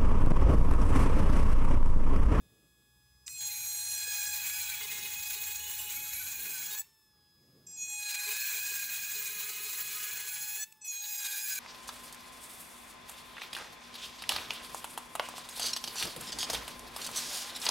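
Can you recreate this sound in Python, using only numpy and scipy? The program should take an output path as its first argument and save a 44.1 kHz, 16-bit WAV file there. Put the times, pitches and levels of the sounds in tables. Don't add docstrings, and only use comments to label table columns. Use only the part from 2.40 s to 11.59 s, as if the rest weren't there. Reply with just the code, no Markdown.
import sys
import numpy as np
from scipy import signal
from scipy.fft import rfft, irfft, next_fast_len
from scipy.io import wavfile
from scipy.ndimage import uniform_filter1d

SR = 44100
rng = np.random.default_rng(int(sys.argv[2]) if len(sys.argv) > 2 else 0)


def master_out(mix):
    frames = np.transpose(np.atleast_2d(mix))
    ceiling = np.clip(frames, -1, 1)
    pcm = np.round(ceiling * 32767).astype(np.int16)
    wavfile.write(sys.argv[1], SR, pcm)


def convert_level_to_amplitude(level_db):
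    exponent = np.asarray(level_db, float) / 20
    return 10 ** exponent


N = 405279
TIME = np.arange(N) / SR
FREQ = np.arange(N // 2 + 1) * SR / N

# pitch_hz, level_db_per_hz
HISS_COLOUR = [(180, -50), (350, -21), (750, -21), (1150, -1), (1500, -13.5), (2300, -14), (4500, -13),
               (8000, -13), (11500, -11), (14000, -16), (15700, -18)]
HISS_DB, HISS_DRIFT_DB_S = -77, 0.02
# pitch_hz, level_db_per_hz
RUMBLE_COLOUR = [(15, -50), (30, -26), (55, -1), (75, 1), (110, -5.5), (170, -14.5), (300, -47)]
# time_s, level_db
STREET = [(0.0, -62), (0.25, -80), (1.2, -70.5), (2.64, -66), (3.76, -62), (4.5, -80), (4.96, -79),
          (8.06, -72), (8.47, -92), (9.19, -94)]
# time_s, firing_hz, level_db
ENGINE = [(0, 58.9, -82), (.9, 65, -67.5), (2.2, 73.9, -67.5), (3.7, 81.5, -72), (4.2, 86, -107),
          (5, 87.2, -78), (6.2, 92.7, -80), (7.3, 92.1, -75.5), (9.19, 92.7, -95)]
# pitch_hz, level_db_per_hz
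RUSTLE_COLOUR = [(60, -41), (130, 0), (250, -6.5), (400, -8), (650, -18.5), (1200, -34), (2000, -37)]
# start_s, length_s, level_db
HANDS = [(-.1, 0.47, -75.5), (1.6, 0.73, -79.5), (2.4, 0.39, -73), (3.5, 0.32, -72), (3.95, 0.36, -71),
         (5.05, 0.39, -72), (6.2, 0.93, -76.5), (7.0, 1.17, -79.5), (9.1, .2, -78)]
STILL_DB = -85.5

SET_HZ = 840
# start_s, extreme_s, settled_s, change_hz
SPEED_UPSETS = [(.9, 1.2, 1.45, -11), (1.45, 1.79, 2.1, -4.5), (1.3, 2.2, 3.7, -2), (3.7, 4.25, 4.4, -2),
                (4.355, 4.455, 4.78, 55), (4.7, 4.81, 4.95, -5), (5.3, 5.8, 5.97, -13),
                (5.94, 6.03, 6.12, 7), (6.1, 6.13, 6.7, -5), (6.2, 7.7, 8.15, -3), (8.14, 8.27, 8.6, 36),
                (8.42, 8.55, 8.68, -22), (8.7, 8.86, 9.02, -14), (9.02, 9.06, 9.1, 5),
                (9.08, 9.19, 9.3, -12)]
# shaft_order, cold_db (before the first cut), warm_db
MOTOR_ORDERS = [(2, 1, -2), (3, -5, -17), (4, -4, -4), (5, -12, -20), (6, -1, -1), (8, -12, -13),
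                (9, -7, -22), (10, -12, -20), (12, -6, -10), (14, -4, -5), (15, -21, -21), (18, -7, -10)]
MOTOR_DB = -74
# shaft_order, cold_db, warm_db
BEARING_ORDERS = [(3.18, -96, -94), (3.82, -94, -100), (4.18, -95, -100), (4.294, -84, -87),
                  (4.71, -95, -89), (4.97, -102, -91), (5.18, -100, -97), (5.83, -100, -91),
                  (6.365, -100, -91), (6.72, -100, -101), (7.0, -99, -95), (7.217, -85, -100),
                  (7.55, -96, -93), (7.82, -99, -94), (8.18, -104, -99), (8.37, -102, -93),
                  (8.59, -95, -110), (8.748, -87, -104), (9.549, -84, -91), (10.55, -96, -97),
                  (10.73, -100, -100), (11.54, -92, -96), (12.55, -94, -104), (12.73, -92, -104),
                  (13.33, -84, -89), (13.46, -94, -104), (14.11, -91, -104), (14.85, -104, -99),
                  (17.88, -95, -92), (18.41, -96, -104), (18.6, -88, -91)]
# time_s, level_db
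BEAM = [(0, -4), (.5, 1.5), (.87, 9), (4.45, 6), (4.85, 5.5), (5.3, 5), (8.2, 5), (9.19, -7)]
# start_s, length_s, level_db
SIDE_LOADS = [(.5, 0.95, -83), (1.0, 0.7, -59), (1.7, 0.39, -55.5), (2.13, 1.6, -55), (3.7, 0.53, -61),
              (4.24, .18, -58), (4.44, 0.47, -78), (5.3, 0.35, -71), (5.5, 0.47, -55.5), (6.08, 1.8, -69),
              (6.09, 0.22, -63), (7.24, 0.048, -63), (7.9, 0.33, -57.5), (8.26, 0.36, -69),
              (8.6, 0.46, -59), (9.1, .1, -66)]
UNBALANCE_DB = -84.5

# start_s, peak_db, ring_hz, t60_s
TICKS = [(0.878, -28.5, 3780, 0.025), (0.879, -18, 7740, 0.008), (0.878, -39, 2000, 0.06),
         (1.676, -39.5, 474, 0.041), (2.409, -35, 1460, 0.039), (4.354, -40, 3920, 0.023),
         (4.387, -36, 7700, 0.02), (4.406, -36, 8000, 0.02), (5.697, -32, 4240, 0.019),
         (8.323, -38, 7900, 0.015), (8.848, -32, 3804, 0.042)]

# time_s, pressure_db, grit_db (above pressure), lean_db
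LANDINGS = [
    [(0.869, -37, -23, 10), (0.874, -38, -21, 7), (0.877, -48, -16, 4), (0.885, -43.5, -17, 4),
     (0.932, -44, -14, 1), (1.003, -41, -13, -2.5), (1.008, -37, -15, -2), (1.075, -33.5, -12, 1.5)],
    [(5.272, -41, -31, 15), (5.278, -48.5, -28, 13), (5.355, -41.5, -41, 11), (5.372, -43, -24, 3),
     (5.428, -34, -26.5, 1.5), (5.465, -39, -19, -0.5), (5.544, -35.5, -16.5, 0.5)],
    [(8.418, -48, -39, 1), (8.441, -49, -29, 1), (8.448, -38.5, -17.5, 2), (8.507, -35.5, -19.5, 4),
     (8.524, -38.5, -13.5, -0.5), (8.606, -38, -15.5, 2.5)],
]
LANDING_S = .006
# time_s, pressure_db, grit_db (above pressure), lean_db (burr tip high, flank low)
CUTS = [
    [(1.1, -39.5, -8, -1), (1.22, -38, -9.5, 2.5), (1.67, -35, -10, -1), (2.03, -39, -2.5, -2),
     (2.5, -45, 3, -5.5), (3.2, -39.5, -5.5, 0.5), (3.6, -42.5, -1.5, -0.5), (4.37, -41.5, -2.5, -0.5),
     (4.404, -38.5, -13, 10)],
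    [(5.62, -37.5, -10, -3.5), (5.7, -38, -9, -5), (5.89, -38, -1, -4), (6.3, -39, -3, -3),
     (6.84, -42, -0.5, -2.5), (7.36, -43.5, 1, -1.5), (7.7, -46, 4.5, -5), (8.1, -42, -2, 0),
     (8.228, -35.5, -11.5, 1.5)],
    [(8.63, -40, -11, 3.5), (8.77, -38.5, -9.5, 5), (8.86, -38.5, -5.5, -2), (9.02, -39, -6, 1.5),
     (9.19, -41.5, 0, -3.5)],
]
# after_cut_s, pressure_change_db, grit_db (above pressure), lean_db
LIFT = [
    (0.013, -3.5, -8, 0),
    (0.019, -18, -3, -1),
    (.05, -32.5, 5, -3),
    (.14, -43, 0, 1),
    (.15, -55, 12, 4),
]
# start_s, length_s, level_db
GRAZE = [
    (8.324, 0.0034, -51),
]
LOW_SHARE, HIGH_SHARE, EVEN_DB = 0.19, 1, -10.5
FLICKER_DB, FLICKER_HZ = 1.5, 13

# shaft_order, level_db
STRIKE = [(1, -17), (2, -7), (3, 4.5), (4, -5.5), (5, 0), (6, -3.5), (7, -5.5), (8, 6), (9, 2.5), (10, -3),
          (11, -0.5), (12, -8.5), (13, 1.5), (14, 3), (15, 1.5), (16, -45), (17, -4), (18, 8.5)]
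# shaft_order, level_db
TOUCH = [(1, -29), (2, -49), (3, 4.5), (4, -14.5), (5, -2), (6, -13), (7, 1.5), (8, 13.5), (9, 7.5),
         (10, -4), (11, -10), (12, -30), (13, -33), (14, -28), (15, -22), (16, -65), (17, -52), (18, -34)]
# time_s, second_order_db
ROCKING = [(.8, -5), (1.5, -4.5), (1.8, 5.5), (2.7, -1.5), (4.2, 5), (5.5, -2.5), (6.2, 7), (7.2, 2.5),
           (7.9, 10), (8.5, 2), (8.85, 9.5), (9.19, 11.5)]
STEADY_ORDER, STEADY_SHARE = 4, .8
# start_s, length_s, level_db, first_lag_hz, last_lag_hz
CHATTER = [
    (1.08, 0.24, -3, 203.6, 152),
    (1.35, 0.66, -0.5, 60.3, 60.3),
    (2.04, 0.34, -8.5, 187.5, 170.6),
    (3.48, 0.24, -9, 267.3, 280),
    (3.74, 0.34, -4.5, 227.8, 40.4),
    (4.04, 0.21, -2.5, 60.5, 201.5),
    (5.6, 0.633, -11, 131.1, 109.6),
    (6.19, 0.81, -5, 50.33, 69.04),
    (7.05, 1.3, -17, 179, 174),
    (8.7, 0.59, -3, 60.6, 142.4),
]
# start_s, length_s, level_db
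SKIPS = [(1.008, 0.027, -83), (1.084, 0.036, -74), (1.95, 0.8, -75), (2.41, 0.05, -57.5),
         (2.513, 0.24, -64), (2.757, 0.074, -65), (2.938, 0.19, -62.5), (3.19, 0.17, -64),
         (3.389, 0.14, -64.5), (3.982, 0.166, -65), (4.305, 0.054, -54), (5.862, 0.093, -60),
         (6.125, 0.076, -63.5), (6.287, 0.039, -59.5), (6.57, 0.12, -71), (6.742, 1.13, -61),
         (7.84, 0.16, -72), (8.15, 0.044, -70), (8.84, 0.16, -69)]
SMOOTH_DB, STEADY_DB = -98, -34
# shaft_order, chatter_db, skip_db
BOUNCE = [(2, 0.5, -14), (3, -1, -6), (4, -12.5, 1), (5, -3, 1), (8, -3.5, -3.5), (10, 0, 2), (14, 2, -4),
          (18, -1, -8)]
# start_s, length_s, shaft_order, level_db
FAVOURS = [(.85, 0.134, 8, -12), (1.01, 0.073, 3, -13), (1.007, 0.14, 5, 4), (0.885, 0.07, 4, -17),
           (0.88, 0.69, 6, -9.5), (1.25, 0.36, 3, -9), (1.1, 0.552, 5, 4.5), (1.1, 0.894, 7, 3.5),
           (1.25, 0.49, 10, 5), (1.2, 0.46, 18, -8), (1.4, 0.45, 9, -2), (1.8, 0.79, 8, -3),
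           (2.02, 0.8, 5, -3), (2, 3.6, 4, 4.5), (3.9, 0.35, 3, 0), (3.0, 1.1, 6, -10), (2.28, 0.34, 18, 5),
           (4.5, 0.37, 18, -6), (0.98, 0.031, 3, -18), (4.22, 0.197, 3, -6), (4.372, 0.04, 9, 14),
           (5.26, 0.11, 8, -17), (5.36, 0.19, 2, 8), (5.37, 0.11, 9, -7), (4.5, 0.17, 4, 16),
           (4.5, .2, 10, 7.5), (5.45, 0.254, 6, -6), (5.29, .15, 6, 2), (5.6, .55, 4, -5),
           (5.7, 0.71, 8, -4.5), (4, .85, 18, 2), (.897, 0.11, 5, 7), (7.4, 1.6, 4, 4.5), (5.26, .1, 2, -8),
           (5.8, 0.1, 4, -16), (4.8, 0.15, 2, 3), (8.1, 0.174, 7, 16), (8.2, 0.054, 9, 9),
           (8.41, 0.066, 8, -19), (8.41, 0.1, 7, 8), (8.47, .17, 9, -4), (8.53, 0.108, 7, -5),
           (8.45, 0.27, 10, -3), (12, .08, 4, -14), (13, 0.035, 5, -15), (8.78, .45, 6, 5),
           (3.8, .4, 14, -4), (8.65, 0.4, 18, -3)]
# start_s, length_s, shaft_order, level_db
MORE_FAVOURS = [(3.401, 0.76, 17, 10), (3.502, 0.66, 14, 6), (4, 0.066, 11, 9), (4.337, 0.092, 13, -1),
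                (4.9, 0.24, 13, 5), (5.448, .25, 11, 3.5), (5.55, .5, 17, -10), (3.6, 0.26, 18, -9),
                (6, 0.86, 13, -6), (7.8, .42, 12, 13), (1.2, 0.56, 14, -3), (8.458, .018, 5, -12),
                (5.26, .06, 5, -3), (8.45, 0.36, 11, -8), (8.55, 0.24, 13, -10), (8.799, 0.47, 12, 13),
                (5.37, 0.18, 4, 3), (7.8, .42, 10, -16), (8.101, 0.11, 7, -11), (3.4, .1, 8, -12),
                (4.28, .15, 7, 5), (5.4, .2, 6, -10), (5.3, 0.59, 18, -9), (1.6, 0.335, 3, -4.5),
                (5.26, 0.071, 10, -8), (5.452, .05, 9, 3), (5.6, .1, 7, -4), (2.4, .3, 9, -16)]
# start_s, length_s, shaft_order, level_db
SKIP_FAVOURS = [(2.402, 0.37, 3, 5), (2.5, 0.17, 4, 2), (2.5, 1.0, 5, 4), (3.198, .32, 4, 15),
                (4.282, 0.096, 3, -6), (4.281, .1, 4, -10), (5.8, .6, 3, -7), (6.699, 1.49, 5, -18),
                (6.699, 1.6, 3, -2), (6.7, 1.01, 2, 10), (1.0, .14, 3, 18), (8.8, 0.16, 5, 16)]
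FAVOUR_EDGE_S = 0.0098

# pitch_hz, level_db_per_hz
GRIT_COLOUR = [(260, -66), (500, -57), (760, -24.5), (1050, -19.5), (1300, -21.5), (1550, -12.5),
               (1800, -16), (2350, -9), (3060, -14.5), (5400, -14), (6830, -7), (9600, -13), (14000, -12.5),
               (15300, -6)]
# start_s, length_s, level_db
SCRAPES = [(1.007, 0.028, -43.5), (1.084, 0.029, -52), (2.05, 0.27, -50), (2.93, 0.023, -46),
           (3.14, 0.07, -50), (4.32, 0.016, -54), (4.375, 0.031, -49), (5.31, 0.016, -66),
           (5.495, 0.015, -55), (5.685, 0.034, -40), (5.74, 0.018, -41), (8.1, .03, -56),
           (8.16, 0.018, -39.5), (8.63, 0.035, -46), (8.845, 0.029, -41.5), (8.96, 0.035, -45)]
STONE_HZ, STONE_WIDTH_HZ = 3954, 250
# time_s, level_db
STONE = [(.9, -8), (1.05, 10), (1.6, 7), (2.1, 2), (3.4, 2), (3.8, 2), (4.3, -17), (5.4, -17), (5.7, 11),
         (6.1, -6), (7.2, 9), (8.45, -26), (8.6, 16.5), (9.19, -3)]
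# start_s, length_s, beat_hz, depth_db
JUDDERS = [
    (2.816, 0.214, 27, 2),
    (3.057, .17, 24.9, 1.5),
    (4.382, .03, 102, 3),
]

# pitch_hz, half_width_hz, level_db
DEAF_BANDS = [(9570, 125, -55), (9500, 420, -10), (13510, 230, -55), (13300, 300, -22)]
TOP_HZ = 15800


def unit(x):
    return x / np.sqrt(np.mean(np.abs(x) ** 2))


def columns(table):
    s, *rest = np.transpose(table)
    return [np.interp(TIME, s, c) for c in rest]


def window(start_s, length_s, edge_s):
    return np.clip(np.minimum(TIME - start_s, start_s + length_s - TIME) / edge_s + .5, 0, 1)


def spans(rows, rest_db, edge_s):
    power = convert_level_to_amplitude(rest_db) ** 2
    for s, length, db, *_ in rows:
        power = power + (convert_level_to_amplitude(db) * window(s, length, edge_s)) ** 2
    return 10 * np.log10(power)


def walk(rate):
    steps = int(N * rate / SR) + 3
    fine = np.repeat(rng.standard_normal(2000)[:steps], 8)
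    fine = uniform_filter1d(uniform_filter1d(fine, 8), 8)
    return 1.3 * np.interp(TIME * rate * 8, np.arange(len(fine)), fine)


def wobble(rate):
    return (walk(rate) + 1j * walk(rate)) / np.sqrt(2)


def coloured(spectrum):
    hz, db = np.transpose(spectrum)
    gain = convert_level_to_amplitude(np.interp(np.log(FREQ + 1), np.log(hz), db))
    return unit(irfft(rfft(rng.standard_normal(N)) * gain, N))


def patchy(x, patchy_db, bins=5, frames=4):
    spectra = signal.stft(x, nperseg=512)[2]
    field = uniform_filter1d(rng.standard_normal(spectra.shape), bins, axis=0)
    field = uniform_filter1d(field, frames, axis=1)
    return unit(signal.istft(spectra * convert_level_to_amplitude(patchy_db * unit(field)), nperseg=512)[1][:N])


def brighten(x, window_s=0.066):
    size = int(window_s * SR)
    power = uniform_filter1d(uniform_filter1d(x ** 2, size), size)
    return x / np.sqrt(power + 1e-18)


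def far_engine():
    hz, db = columns(ENGINE)
    firing = 2 * np.pi * np.cumsum(hz * (1 + 0.00916 * walk(6))) / SR
    harmonics_db = [.1, -3, -13]
    return sum(convert_level_to_amplitude(db + d + 3.0 * walk(36)) * np.sin(k * firing) for k, d in enumerate(harmonics_db, 1))


def workshop():
    rumble_db, = columns(STREET)
    rustle_db = spans(HANDS, STILL_DB, edge_s=0.3)
    engine = far_engine()
    hiss_db = HISS_DB + HISS_DRIFT_DB_S * TIME + .8 * walk(4)
    hiss = convert_level_to_amplitude(hiss_db) * patchy(coloured(HISS_COLOUR), patchy_db=2.5)
    rumble = convert_level_to_amplitude(rumble_db - 1.5 + 0.21 * walk(12.0)) * coloured(RUMBLE_COLOUR)
    rustle = convert_level_to_amplitude(rustle_db + 6.0 + 2.23 * walk(20)) * coloured(RUSTLE_COLOUR)
    return hiss + rumble + rustle + engine


def motor(hz, angle):
    unbalance_db = spans(SIDE_LOADS, UNBALANCE_DB, edge_s=0.065) + 0.5 * walk(11)
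    racing = np.clip((hz - SET_HZ - 5) / 20, 0, .7)
    warm = np.clip(TIME - 2, 0, 1) * (1 - racing)
    beam_db, = columns(BEAM)
    tones, balls = np.zeros(N), np.zeros(N)
    for order, cold_db, warm_db in MOTOR_ORDERS:
        db = cold_db + warm * (warm_db - cold_db) + (order == 6) * beam_db + 1.3 * walk(4)
        tones += convert_level_to_amplitude(db) * np.sin(order * angle + .5 * walk(3))
    for order, cold_db, warm_db in BEARING_ORDERS:
        db = cold_db + warm * (warm_db - cold_db) + 2 * walk(6)
        balls += convert_level_to_amplitude(db) * np.sin(order * angle + walk(6))
    unbalance = convert_level_to_amplitude(unbalance_db - 2.5 + 1.1 * walk(14)) * np.sin(angle)
    return convert_level_to_amplitude(MOTOR_DB) * tones + convert_level_to_amplitude(1.5) * balls + unbalance


def ticks():
    out, t = np.zeros(N), TIME[:4000]
    for s, db, hz, t60 in TICKS:
        fade = np.exp(-np.log(1000) * t / t60) * (1 - np.exp(-t / 0.00051))
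        band = signal.butter(2, [hz / 1.8, hz * 1.14], "band", fs=SR)
        crack = signal.lfilter(*band, rng.standard_normal(len(t)))
        ring = .5 * np.sin(2 * np.pi * hz * t)
        start = int(s * SR)
        out[start:start + len(t)] += convert_level_to_amplitude(db - 3.5) * fade * (crack + ring)
    return out


def hand():
    rows = []
    for landing, work in zip(LANDINGS, CUTS):
        start_s, start_db, *start_mix = landing[0]
        end_s, end_db = work[-1][:2]
        rows.append((start_s - LANDING_S - .001, -110, -20, 0))
        rows.append((start_s - LANDING_S, start_db - 12, *start_mix))
        rows += [*landing, *work]
        rows += [(end_s + s, end_db + db, grit_db, lean_db) for s, db, grit_db, lean_db in LIFT]
    press_db, grit_db, lean_db = columns(rows)
    flicker_db = FLICKER_DB * walk(FLICKER_HZ) * np.clip(convert_level_to_amplitude(grit_db), 0, 1)
    low_db, high_db = (share * (grit_db - EVEN_DB) - flicker_db for share in (LOW_SHARE, HIGH_SHARE))
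    scrape_db = spans(SCRAPES, -130, edge_s=0.0014)
    grit_db = 10 * np.log10(convert_level_to_amplitude(press_db + grit_db) ** 2 + convert_level_to_amplitude(scrape_db) ** 2)
    press_db = np.maximum(press_db, spans(GRAZE, -130, edge_s=0.0032))
    return press_db + flicker_db, low_db - 2.5 - lean_db, high_db - 4.0 + lean_db, grit_db


def favour(order, rows):
    return sum(db * window(s, length, FAVOUR_EDGE_S) for s, length, k, db in rows if round(k) == order)


def judder():
    beats_db = np.zeros(N)
    for s, length, hz, db in JUDDERS:
        shaking = (TIME > s) * (TIME < s + length)
        beats_db -= db * np.cos(2 * np.pi * hz * (TIME - s)) * shaking
    return beats_db


def shaft_orders(angle, bite, light, fits_db, skip_over_db):
    lag_rows = []
    for s, length, _, first_hz, last_hz in CHATTER:
        lag_rows += [(s, first_hz), (s + length, last_hz)]
    lag_hz, = columns(lag_rows)
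    chatter_db = spans(CHATTER, STEADY_DB, edge_s=0.16)
    rough = np.clip(bite * convert_level_to_amplitude(fits_db), 0, .95)
    rocking_db, = columns(ROCKING)
    lag_angle = 2 * np.pi * np.cumsum(lag_hz * (1 + .13 * walk(50))) / SR
    lag = bite * convert_level_to_amplitude(chatter_db + 6) * np.exp(-1j * lag_angle)
    skip = (1 - light) * convert_level_to_amplitude(np.minimum(skip_over_db + 10.5, -1))
    half = skip * np.exp(-.5j * angle)
    quarter = convert_level_to_amplitude(-4) * skip * np.cos(angle / 2) * np.exp(-1j * angle / 4)
    turn = np.exp(1j * angle)
    whine, spin = np.zeros((3, N)), 1
    orders, *bounce_db = np.transpose(BOUNCE)
    for (order, strike_db), (_, touch_db) in zip(STRIKE, TOUCH):
        spin = spin * turn
        loose = STEADY_SHARE if order == STEADY_ORDER else 1
        drift_db = loose * (2.2 * walk(11) - 6 * np.sqrt(bite) * np.abs(walk(45)))
        drift = convert_level_to_amplitude(drift_db) * np.exp(1j * walk(4) + 6j * rng.random())
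        blur = loose * rough * min(1, order / 7) ** 0.96
        shape = (1 - blur) * drift + blur * wobble(min(60 + 14 * order, 135))
        chatter, skips = (convert_level_to_amplitude(np.interp(order, orders, b)) for b in bounce_db)
        shape = shape + chatter * lag * wobble(30 + 10 * order)
        shape = shape + skips * convert_level_to_amplitude(favour(order, SKIP_FAVOURS)) * (half + quarter) * wobble(70)
        db = strike_db + light * (touch_db - strike_db) + (order == 2) * rocking_db
        db = db + favour(order, FAVOURS + MORE_FAVOURS)
        if order > 1:
            whine[np.searchsorted([5.5, 11.5], order)] += convert_level_to_amplitude(db) * (shape * spin).real
    return [brighten(w) for w in whine]


def stone_grit(angle, fits_db):
    gate = 1 + 0.37 * np.cos(angle + 3 * walk(22))
    grit = patchy(coloured(GRIT_COLOUR), patchy_db=2.2) * gate * convert_level_to_amplitude(.2 * fits_db + 1.7 * walk(110))
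    resonance = signal.iirpeak(STONE_HZ, STONE_HZ / STONE_WIDTH_HZ, fs=SR)
    return grit + convert_level_to_amplitude(*columns(STONE)) * signal.lfilter(*resonance, grit)


def cut(angle):
    press_db, low_db, high_db, grit_db = hand()
    skip_db = np.minimum(spans(SKIPS, SMOOTH_DB, edge_s=0.003) + 2.3 * walk(14), press_db)
    bite = np.clip(convert_level_to_amplitude(grit_db - press_db - 2.0), 0, .85)
    light = np.clip(1 - 5 * bite, 0, 1)
    fits_db = 4.5 * walk(40)
    low, middle, high = shaft_orders(angle, bite, light, fits_db, skip_db - press_db)
    grit = convert_level_to_amplitude(grit_db + 3.5) * stone_grit(angle, fits_db)
    shake = walk(28)
    whine = middle + convert_level_to_amplitude(low_db - 2.0) * low + convert_level_to_amplitude(high_db - 0.5 + 1.14 * shake) * high
    tones = convert_level_to_amplitude(press_db - 3.0) * whine
    knock = wobble(80) * np.exp(.5j * angle) + convert_level_to_amplitude(-2.0) * wobble(90) * np.exp(5j * angle / 4)
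    thud = (1 - light) * convert_level_to_amplitude(skip_db - 2.0) * knock.real
    return convert_level_to_amplitude(0.43 * shake + judder()) * (tones + grit) + thud


def scene():
    hz = SET_HZ + sum(np.interp(TIME, row[:3], [0, row[3], 0]) for row in SPEED_UPSETS)
    angle = 2 * np.pi * np.cumsum(hz * (1 + .0007 * walk(20))) / SR
    mono = workshop() + motor(hz, angle) + ticks() + cut(angle)
    return np.array([mono, mono])


def low_pass(x):
    return signal.sosfilt(signal.butter(12, 16740, fs=SR, output="sos"), x)


def record(dry):
    size = next_fast_len(N + 8192)
    hz = np.arange(size // 2 + 1) * SR / size
    db = sum(d * np.exp(-((hz - centre) / width) ** 4) for centre, width, d in DEAF_BANDS)
    db = db - 80 / (1 + np.exp(np.clip((TOP_HZ - hz) / 30, -50, 50)))
    mix = irfft(rfft(dry, size) * convert_level_to_amplitude(db), size)[:, :N]
    return low_pass(mix)


dry = scene()
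out = record(dry)
master_out(out)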